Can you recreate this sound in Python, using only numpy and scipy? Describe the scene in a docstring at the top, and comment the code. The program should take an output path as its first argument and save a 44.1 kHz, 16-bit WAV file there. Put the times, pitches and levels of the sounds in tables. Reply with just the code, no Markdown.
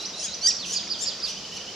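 """A woodpecker at its nest hole gives seven squeaky calls, one much louder than the rest.
Each is a stack of harmonics: a held lead-in jumps to a crest, then falls away.
A songbird whistles rising, then falling slurs, and ends on faint low notes; bark is scratched twice.
Both birds are scattered by the forest, and the woodpecker also has one late echo.
Shaped noise makes a far rumble with a low drone, and a high haze of distant birds and leaves."""
import sys
import numpy as np
from scipy import signal
from scipy.fft import rfft, irfft, next_fast_len
from scipy.io import wavfile
from scipy.ndimage import uniform_filter1d, map_coordinates

SR = 44100
rng = np.random.default_rng(int(sys.argv[2]) if len(sys.argv) > 2 else 0)


def put_to_file(sound):
    """Save the sound as 16-bit audio at rate SR, in the file named by the first command-line argument."""
    columns = np.atleast_2d(sound).T  # one column per channel
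    safe = np.clip(columns, -1, 1)
    whole_steps = np.round(safe * 32767)
    wavfile.write(sys.argv[1], SR, whole_steps.astype(np.int16))


N = 77175  # samples, 1.75 s


def amp(db):
    """Turn decibels into a plain multiplier."""
    return 10 ** (np.asarray(db) / 20)


def unit(x):
    """Scale a sound to an average strength (rms) of 1."""
    return x / np.sqrt(np.mean(x ** 2) + 1e-20)


def along(points, hz):
    """Read a curve of (pitch_hz, value) points, joined on a logarithmic pitch axis."""
    point_hz, value = np.transpose(points)
    return np.interp(np.log(hz + 1), np.log(point_hz + 1), value)


def clock():
    """Time in seconds at every sample."""
    return np.arange(N) / SR


def wobble(rate):
    """A smooth random curve around zero, with rate random knots a second."""
    knots = rng.standard_normal(int(N * rate / SR) + 4)
    return map_coordinates(knots, [clock() * rate])


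def filtered(x, response):
    """Change the strength and timing of each frequency in x by a response curve."""
    size = next_fast_len(N + SR // 2)
    hz = np.fft.rfftfreq(size, 1 / SR)
    return irfft(rfft(x, size) * response(hz), size)[..., :N]


# How alike left and right noise are, by pitch; columns: pitch_hz, likeness (1 = identical)
NOISE_LIKENESS = [(40, 0.71), (150, 0.94), (600, 0.97), (1500, 0.88), (3000, 0.95), (5000, 0.43),
                  (12000, 0.15)]


def rush(gain):
    """Coloured stereo noise of rms 1: its ears share most up to 3 kHz and less in the high treble."""
    def mid_side_gain(hz):
        turn = np.arccos(np.clip(along(NOISE_LIKENESS, hz), -1, 1)) / 2
        return gain(hz) * np.array([np.cos(turn), np.sin(turn)])

    mid, side = filtered(rng.standard_normal((2, N)), mid_side_gain)
    return unit(np.array([mid + side, mid - side]))


def patchy(x, depth_db):
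    """Slow random swells, different from band to band."""
    bands = signal.stft(x, nperseg=1024)[2]
    field = rng.standard_normal(bands.shape[1:])
    field = uniform_filter1d(field, size=4, axis=0)  # blend neighbouring pitches
    field = uniform_filter1d(field, size=8, axis=1)  # blend neighbouring moments
    swelling = bands * amp(depth_db * unit(field))
    return unit(signal.istft(swelling, nperseg=1024)[1][:, :N])


# Colour of the far rumble; columns: pitch_hz, relative level_db
RUMBLE_COLOUR = [(15, -49), (25, -19), (59, -7), (134, -8.5), (193, 1), (272, -6), (362, -3.5), (643, -4),
                 (778, -8), (1460, -10), (1700, -14.5), (1870, -10.5), (2140, -13), (2400, -10.5),
                 (3120, -16), (5280, -120)]
RUMBLE_DB, RUMBLE_SWELL_DB = -44.5, 1.5
# Colour of the distant birds and leaves; columns: pitch_hz, relative level_db
HAZE_COLOUR = [(1500, -37.5), (2300, -9.5), (3100, -0.5), (3900, -0.5), (5000, 5), (6000, 1.5),
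               (7200, -7.5), (8500, -21), (11000, -26), (15500, -36)]
HAZE_DB = -40
DRONE_HZ, DRONE_HALF_WIDTH_HZ, DRONE_DB = 191, 14, -66


def background():
    """Far rumble, a low drone of narrow noise, and a high haze of distant birds and leaves."""
    rumble = rush(lambda hz: amp(along(RUMBLE_COLOUR, hz)))
    rumble = amp(RUMBLE_DB) * patchy(rumble, RUMBLE_SWELL_DB)
    drone = rush(lambda hz: 1 / (1 + ((hz - DRONE_HZ) / DRONE_HALF_WIDTH_HZ) ** 2))
    drone = amp(DRONE_DB) * drone
    haze = rush(lambda hz: amp(along(HAZE_COLOUR, hz)))
    haze = amp(HAZE_DB + 0.3 * wobble(7.3)) * haze
    return rumble + drone + haze


# How long the forest tail rings; columns: pitch_hz, time_s to fade by 60 dB
FOREST_FADE = [(1500, 1), (4500, 0.61), (7000, 0.39), (9000, 0.23), (14000, 0.081)]
# Colour of the forest's answer; columns: pitch_hz, gain_db
FOREST_COLOUR = [(1500, 6), (4500, 4), (6900, 8), (8200, 7.5), (14000, -13)]
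FOREST_LIKENESS = 0.57  # left-right likeness, 1 = identical
NEAR_DB, NEAR_FADE_S = -4, 0.089  # near scatter: level, time to fade by 60 dB


def forest(x):
    """Quick scatter from near trunks and a longer tail from the wood, both made of fading noise."""
    _, t, bands = signal.stft(rng.standard_normal((2, SR)), SR, nperseg=256)
    hz = np.arange(129) * SR / 256
    fading = bands * amp(-60 * t / along(FOREST_FADE, hz)[:, None])
    tail = signal.istft(fading, SR, nperseg=256)[1][:, :SR]
    near = rng.standard_normal((2, SR)) * amp(-60 * np.arange(SR) / SR / NEAR_FADE_S)
    scatter = (1.005 * unit(tail) + amp(NEAR_DB) * unit(near)) / np.sqrt(SR)
    turn = np.arccos(np.clip(FOREST_LIKENESS, -1, 1)) / 2
    mid, side = scatter * [[np.cos(turn)], [np.sin(turn)]]
    answer = np.array([mid + side, mid - side])
    wet = signal.fftconvolve(x[None], answer, axes=1)[:, :N]
    return filtered(wet, lambda hz: amp(along(FOREST_COLOUR, hz)))


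def placed(x, direction, forest_db):
    """A source heard from one side by level and arrival time, with the forest's answer added."""
    pan_db, lead_ms = direction
    half = np.array([[.5], [-.5]])  # share the difference between left and right
    lead_s = lead_ms / 1000
    direct = filtered(x, lambda hz: amp(half * pan_db) * np.exp(2j * np.pi * hz * half * lead_s))
    return direct + amp(forest_db) * forest(x)


# The woodpecker's calls, one a row; columns:
# crest_s, lead_in_s, rise_s, fall_s (times), start_hz, lead_in_hz, crest_hz (pitches),
# start_db, lead_in_db, crest_db (levels), throat_hz (resonance), second_harmonic_db,
# upper_harmonics_db (extra on the fifth and up), rasp (0 to 1), forest_db (forest's answer)
CALLS = [ (0.017, 0.0075, .010, .026, 1308, 1350, 1430, -65, -46, -41, 5600, 11.5, 2, 0.38, -7.5),
         (0.249, .056, 0.034, 0.023, 1440, 1336, 1676, -48.5, -36, -30, 6030, 5.5, 3, 0, -10.5),
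         (.478, .056, .010, .039, 1340, 1571, 1924, -37.5, -15, -18, 5230, -1.5, -7.5, 0.07, -16),
         (.735, .060, 0.019, 0.019, 1540, 1463, 1706, -41, -34, -30.5, 6030, 6, 1.5, 0.81, -6.5),
         (1.029, .012, .038, 0.026, 1411, 1479, 1850, -64, -39.5, -31, 6290, 5, -1, 0.31, -6.5),
         (1.301, .040, .020, .020, 1400, 1349, 1504, -55, -36.5, -36, 5900, 9.5, -0.5, 0.75, -8),
         (1.571, .045, 0.0096, 0.012, 1462, 1327, 1513, -54, -42, -34, 5800, 10.5, -3, 0.51, -10.5)]
# Balance of the voice, from the fundamental up; column: relative level_db
HARMONIC_LEVELS = [-11.5, -9, 0.5, -0.5, -8.5, -10, -10.5]
# Colour the beak gives the voice; columns: pitch_hz, gain_db
BEAK_COLOUR = [(1400, -15), (1900, 2), (3000, 3.5), (7000, 0.5), (8200, -1), (9600, 5), (11000, -14),
               (12500, -7), (14500, -21)]
# Colour of the rasp in the throat; columns: pitch_hz, relative level_db
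RASP_COLOUR = [(2000, -35), (3200, 6), (4000, -1), (5800, 10.5), (7500, -1.5), (9500, -15.5), (12000, -6.5),
               (15000, -34)]
# The woodpecker's direction; columns: left_over_right_db, left_lead_ms
WOODPECKER_SIDE = (0.2, 0.0097)
RASP_DB = -42  # at full rasp
THROAT_DB, THROAT_HALF_WIDTH_HZ = 11, 895
END_HZ, FALL_POWER, FALL_RATE = 1180, 3.6, 2.9  # pitch the fall heads for, its lateness and speed
FADE_DB, SECOND_GROWS_DB = 10.5, 9.5  # over the fall: level lost, gain of the second harmonic
JITTER, RASP_JITTER, SHIMMER_DB = .003, .05, .8  # pitch shake (fraction), added by rasp; level shake
ECHO_S, ECHO_DB = 0.069, -26


def woodpecker():
    """Harmonics through a throat resonance: swelling, often raspy lead-in, jump, late-bending fall."""
    t, out = clock(), np.zeros((2, N))
    k = np.arange(1, len(HARMONIC_LEVELS) + 1)[:, None]  # harmonic number
    harmonic_db = np.array(HARMONIC_LEVELS)[:, None]
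    hiss = filtered(rng.standard_normal(N), lambda hz: amp(along(RASP_COLOUR, hz)))
    hiss = amp(RASP_DB) * unit(hiss)
    for (crest_s, lead_s, rise_s, fall_s, start_hz, lead_hz, crest_hz, start_db, lead_db, crest_db,
         throat_hz, second_db, upper_db, rasp, forest_db) in CALLS:
        # progress of each stage, from 0 towards 1
        jump_s = crest_s - rise_s
        held = np.clip((t - jump_s + lead_s) / lead_s, 0, 1)
        risen = np.sin(np.pi / 2 * np.clip((t - jump_s) / rise_s, 0, 1)) ** 2
        fallen = 1 - np.exp(-FALL_RATE * np.clip((t - crest_s) / fall_s, 0, 2) ** FALL_POWER)

        pitch = lead_hz + (start_hz - lead_hz) * (1 - held) ** 2.78
        pitch += (crest_hz - lead_hz) * risen - (crest_hz - END_HZ) * fallen
        pitch *= 1 + JITTER * wobble(500) + RASP_JITTER * rasp * (1 - risen) * wobble(650)
        level_db = start_db + (lead_db - start_db) * held + (crest_db - lead_db) * risen
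        level_db += SHIMMER_DB * wobble(300) - FADE_DB * fallen

        begin_s, end_s = jump_s - lead_s, crest_s + fall_s
        gate = np.interp(t, [begin_s - .004, begin_s, end_s, end_s + .005], [0, 1, 1, 0])
        on = gate > 0
        hz = k * pitch[on]
        throat_db = THROAT_DB / (1 + ((hz - throat_hz) / THROAT_HALF_WIDTH_HZ) ** 4)
        second = (k == 2) * (second_db + SECOND_GROWS_DB * fallen[on])
        source_db = harmonic_db + upper_db * (k > 4) + second
        gains = amp(source_db + throat_db + along(BEAK_COLOUR, hz))
        tones = gains * np.sin(2 * np.pi * np.cumsum(hz, axis=1) / SR)
        voice = np.zeros(N)
        # dividing by the total strength leaves the loudness to level_db
        voice[on] = np.sqrt(2) * tones.sum(0) / np.linalg.norm(gains, axis=0)
        breath = hiss * rasp * (.5 + .5 * held) * (1 - fallen)
        voice = gate * (voice * amp(level_db) + breath)
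        echo = amp(ECHO_DB) * np.interp(t - ECHO_S, t, voice, left=0)
        out += placed(voice, WOODPECKER_SIDE, forest_db) + echo
    return out


def whistles(shape, notes, waver=0.0033, flutter_db=1):
    """Repeat one note shape as a pure tone, with slight random shakes of pitch and level."""
    t, out = clock(), np.zeros(N)
    when, hz, db = np.transpose(shape)
    for crest_s, note_db in notes:
        pitch = uniform_filter1d(np.interp(t - crest_s, when, hz), size=150)  # round the corners
        pitch = pitch * (1 + waver * wobble(400))
        shape_db = np.interp(t - crest_s, when, db, left=-120, right=-120)
        level = amp(note_db + shape_db + flutter_db * wobble(200))
        out += np.sqrt(2) * level * np.sin(2 * np.pi * np.cumsum(pitch) / SR)
    return out


# Songbird note shapes; columns: time_s from the crest, pitch_hz, relative level_db
UPSLUR_SHAPE = [(-.072, 3650, -25), (-.064, 3780, -5), (-.045, 3960, -8), (-.025, 4020, -8),
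                (-.012, 4250, -7), (-.007, 4600, -1), (-.002, 5850, 1), (.001, 6200, 0), (.005, 5700, -4),
                (.009, 4800, -25)]
FLICK_SHAPE = [(-.005, 6200, -31), (-.001, 5600, 9.5), (.003, 5000, -0.5), (.008, 4500, -16)]
SOFT_SLUR_SHAPE = [(-.014, 3900, -12), (-.004, 4480, 0), (.008, 4380, -1), (.026, 3750, 0),
                   (.043, 3150, -2), (.05, 2600, -1), (.055, 2450, -18)]
DOWNSLUR_SHAPE = [(-.024, 3100, -26), (-.014, 3900, -17), (-.008, 4720, -6), (0, 5040, -3), (.008, 4830, 0),
                  (.016, 4450, -1), (.022, 4150, -14), (.036, 3600, -12), (.05, 3130, -15),
                  (.058, 2900, -32)]
LOW_NOTE_SHAPE = [(-.03, 2750, -14), (-.022, 2860, -2), (-.008, 3040, 0), (.003, 3110, 0),
                  (.016, 3050, -12)]
# When each shape is sung; columns: crest_s, level_db
UPSLUR_TIMES = [(.061, -32.5), (.201, -34), (.347, -33.5)]
FLICK_TIMES = [(0.569, -37), (0.879, -41.5), (1.203, -41.5)]
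SOFT_SLUR_TIMES = [(.603, -37)]
DOWNSLUR_TIMES = [(.758, -25.5), (0.909, -26), (1.071, -26), (1.236, -26)]
LOW_NOTE_TIMES = [(1.385, -45.5), (1.461, -45), (1.542, -42), (1.620, -42.5), (1.698, -42.5)]
# The songbird's direction; columns: left_over_right_db, left_lead_ms
SONGBIRD_SIDE = (-0.5, -0.016)
SONG_FOREST_DB, LOW_FOREST_DB = -9, -9


def songbird():
    """Gliding pure tones slightly to the right, then fainter low notes a little further right."""
    song = whistles(UPSLUR_SHAPE, UPSLUR_TIMES)
    song += whistles(SOFT_SLUR_SHAPE, SOFT_SLUR_TIMES)
    song += whistles(DOWNSLUR_SHAPE, DOWNSLUR_TIMES)
    song += whistles(FLICK_SHAPE, FLICK_TIMES)
    low = whistles(LOW_NOTE_SHAPE, LOW_NOTE_TIMES)
    return placed(song, SONGBIRD_SIDE, SONG_FOREST_DB) + placed(low, (-2, 0), LOW_FOREST_DB)


# Scratches on the bark; columns: peak_s, level_db
SCRATCH_TIMES = [(0.833, -44), (0.874, -41.5)]
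# Colour of scraped bark; columns: pitch_hz, relative level_db
BARK_COLOUR = [(500, -21), (2100, 13), (3500, -7), (6500, -7), (9000, -21), (15000, -35)]
SCRATCH_S = 0.0042  # from the peak to about a third of its height


def scratches():
    """Short dry scrapes on the bark: coloured noise in brief rounded bursts."""
    level = np.zeros(N)
    for peak_s, level_db in SCRATCH_TIMES:
        level += amp(level_db) * np.exp(-((clock() - peak_s) / SCRATCH_S) ** 2)
    return level * rush(lambda hz: amp(along(BARK_COLOUR, hz)))


# Tone difference between the ears; columns: pitch_hz, left_over_right_db
LEFT_TILT = [(3000, -4.5), (5800, -2.5), (7500, 7), (10000, 0.5), (14000, 1)]


def scene():
    """Birds and scratches, with a left-right tone difference, over the background."""
    near = woodpecker() + songbird() + scratches()
    half = np.array([[.5], [-.5]])
    return filtered(near, lambda hz: amp(half * along(LEFT_TILT, hz))) + background()


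LOW_CUT_HZ, TOP_HZ = 39, 15700


def record(dry):
    """Weaken the deepest bass and keep nothing from the top limit up."""
    def response(hz):
        bass_cut = hz ** 2 / np.sqrt(hz ** 4 + LOW_CUT_HZ ** 4)
        return (hz < TOP_HZ) * bass_cut

    return filtered(dry, response)


dry = scene()
out = record(dry)
put_to_file(out)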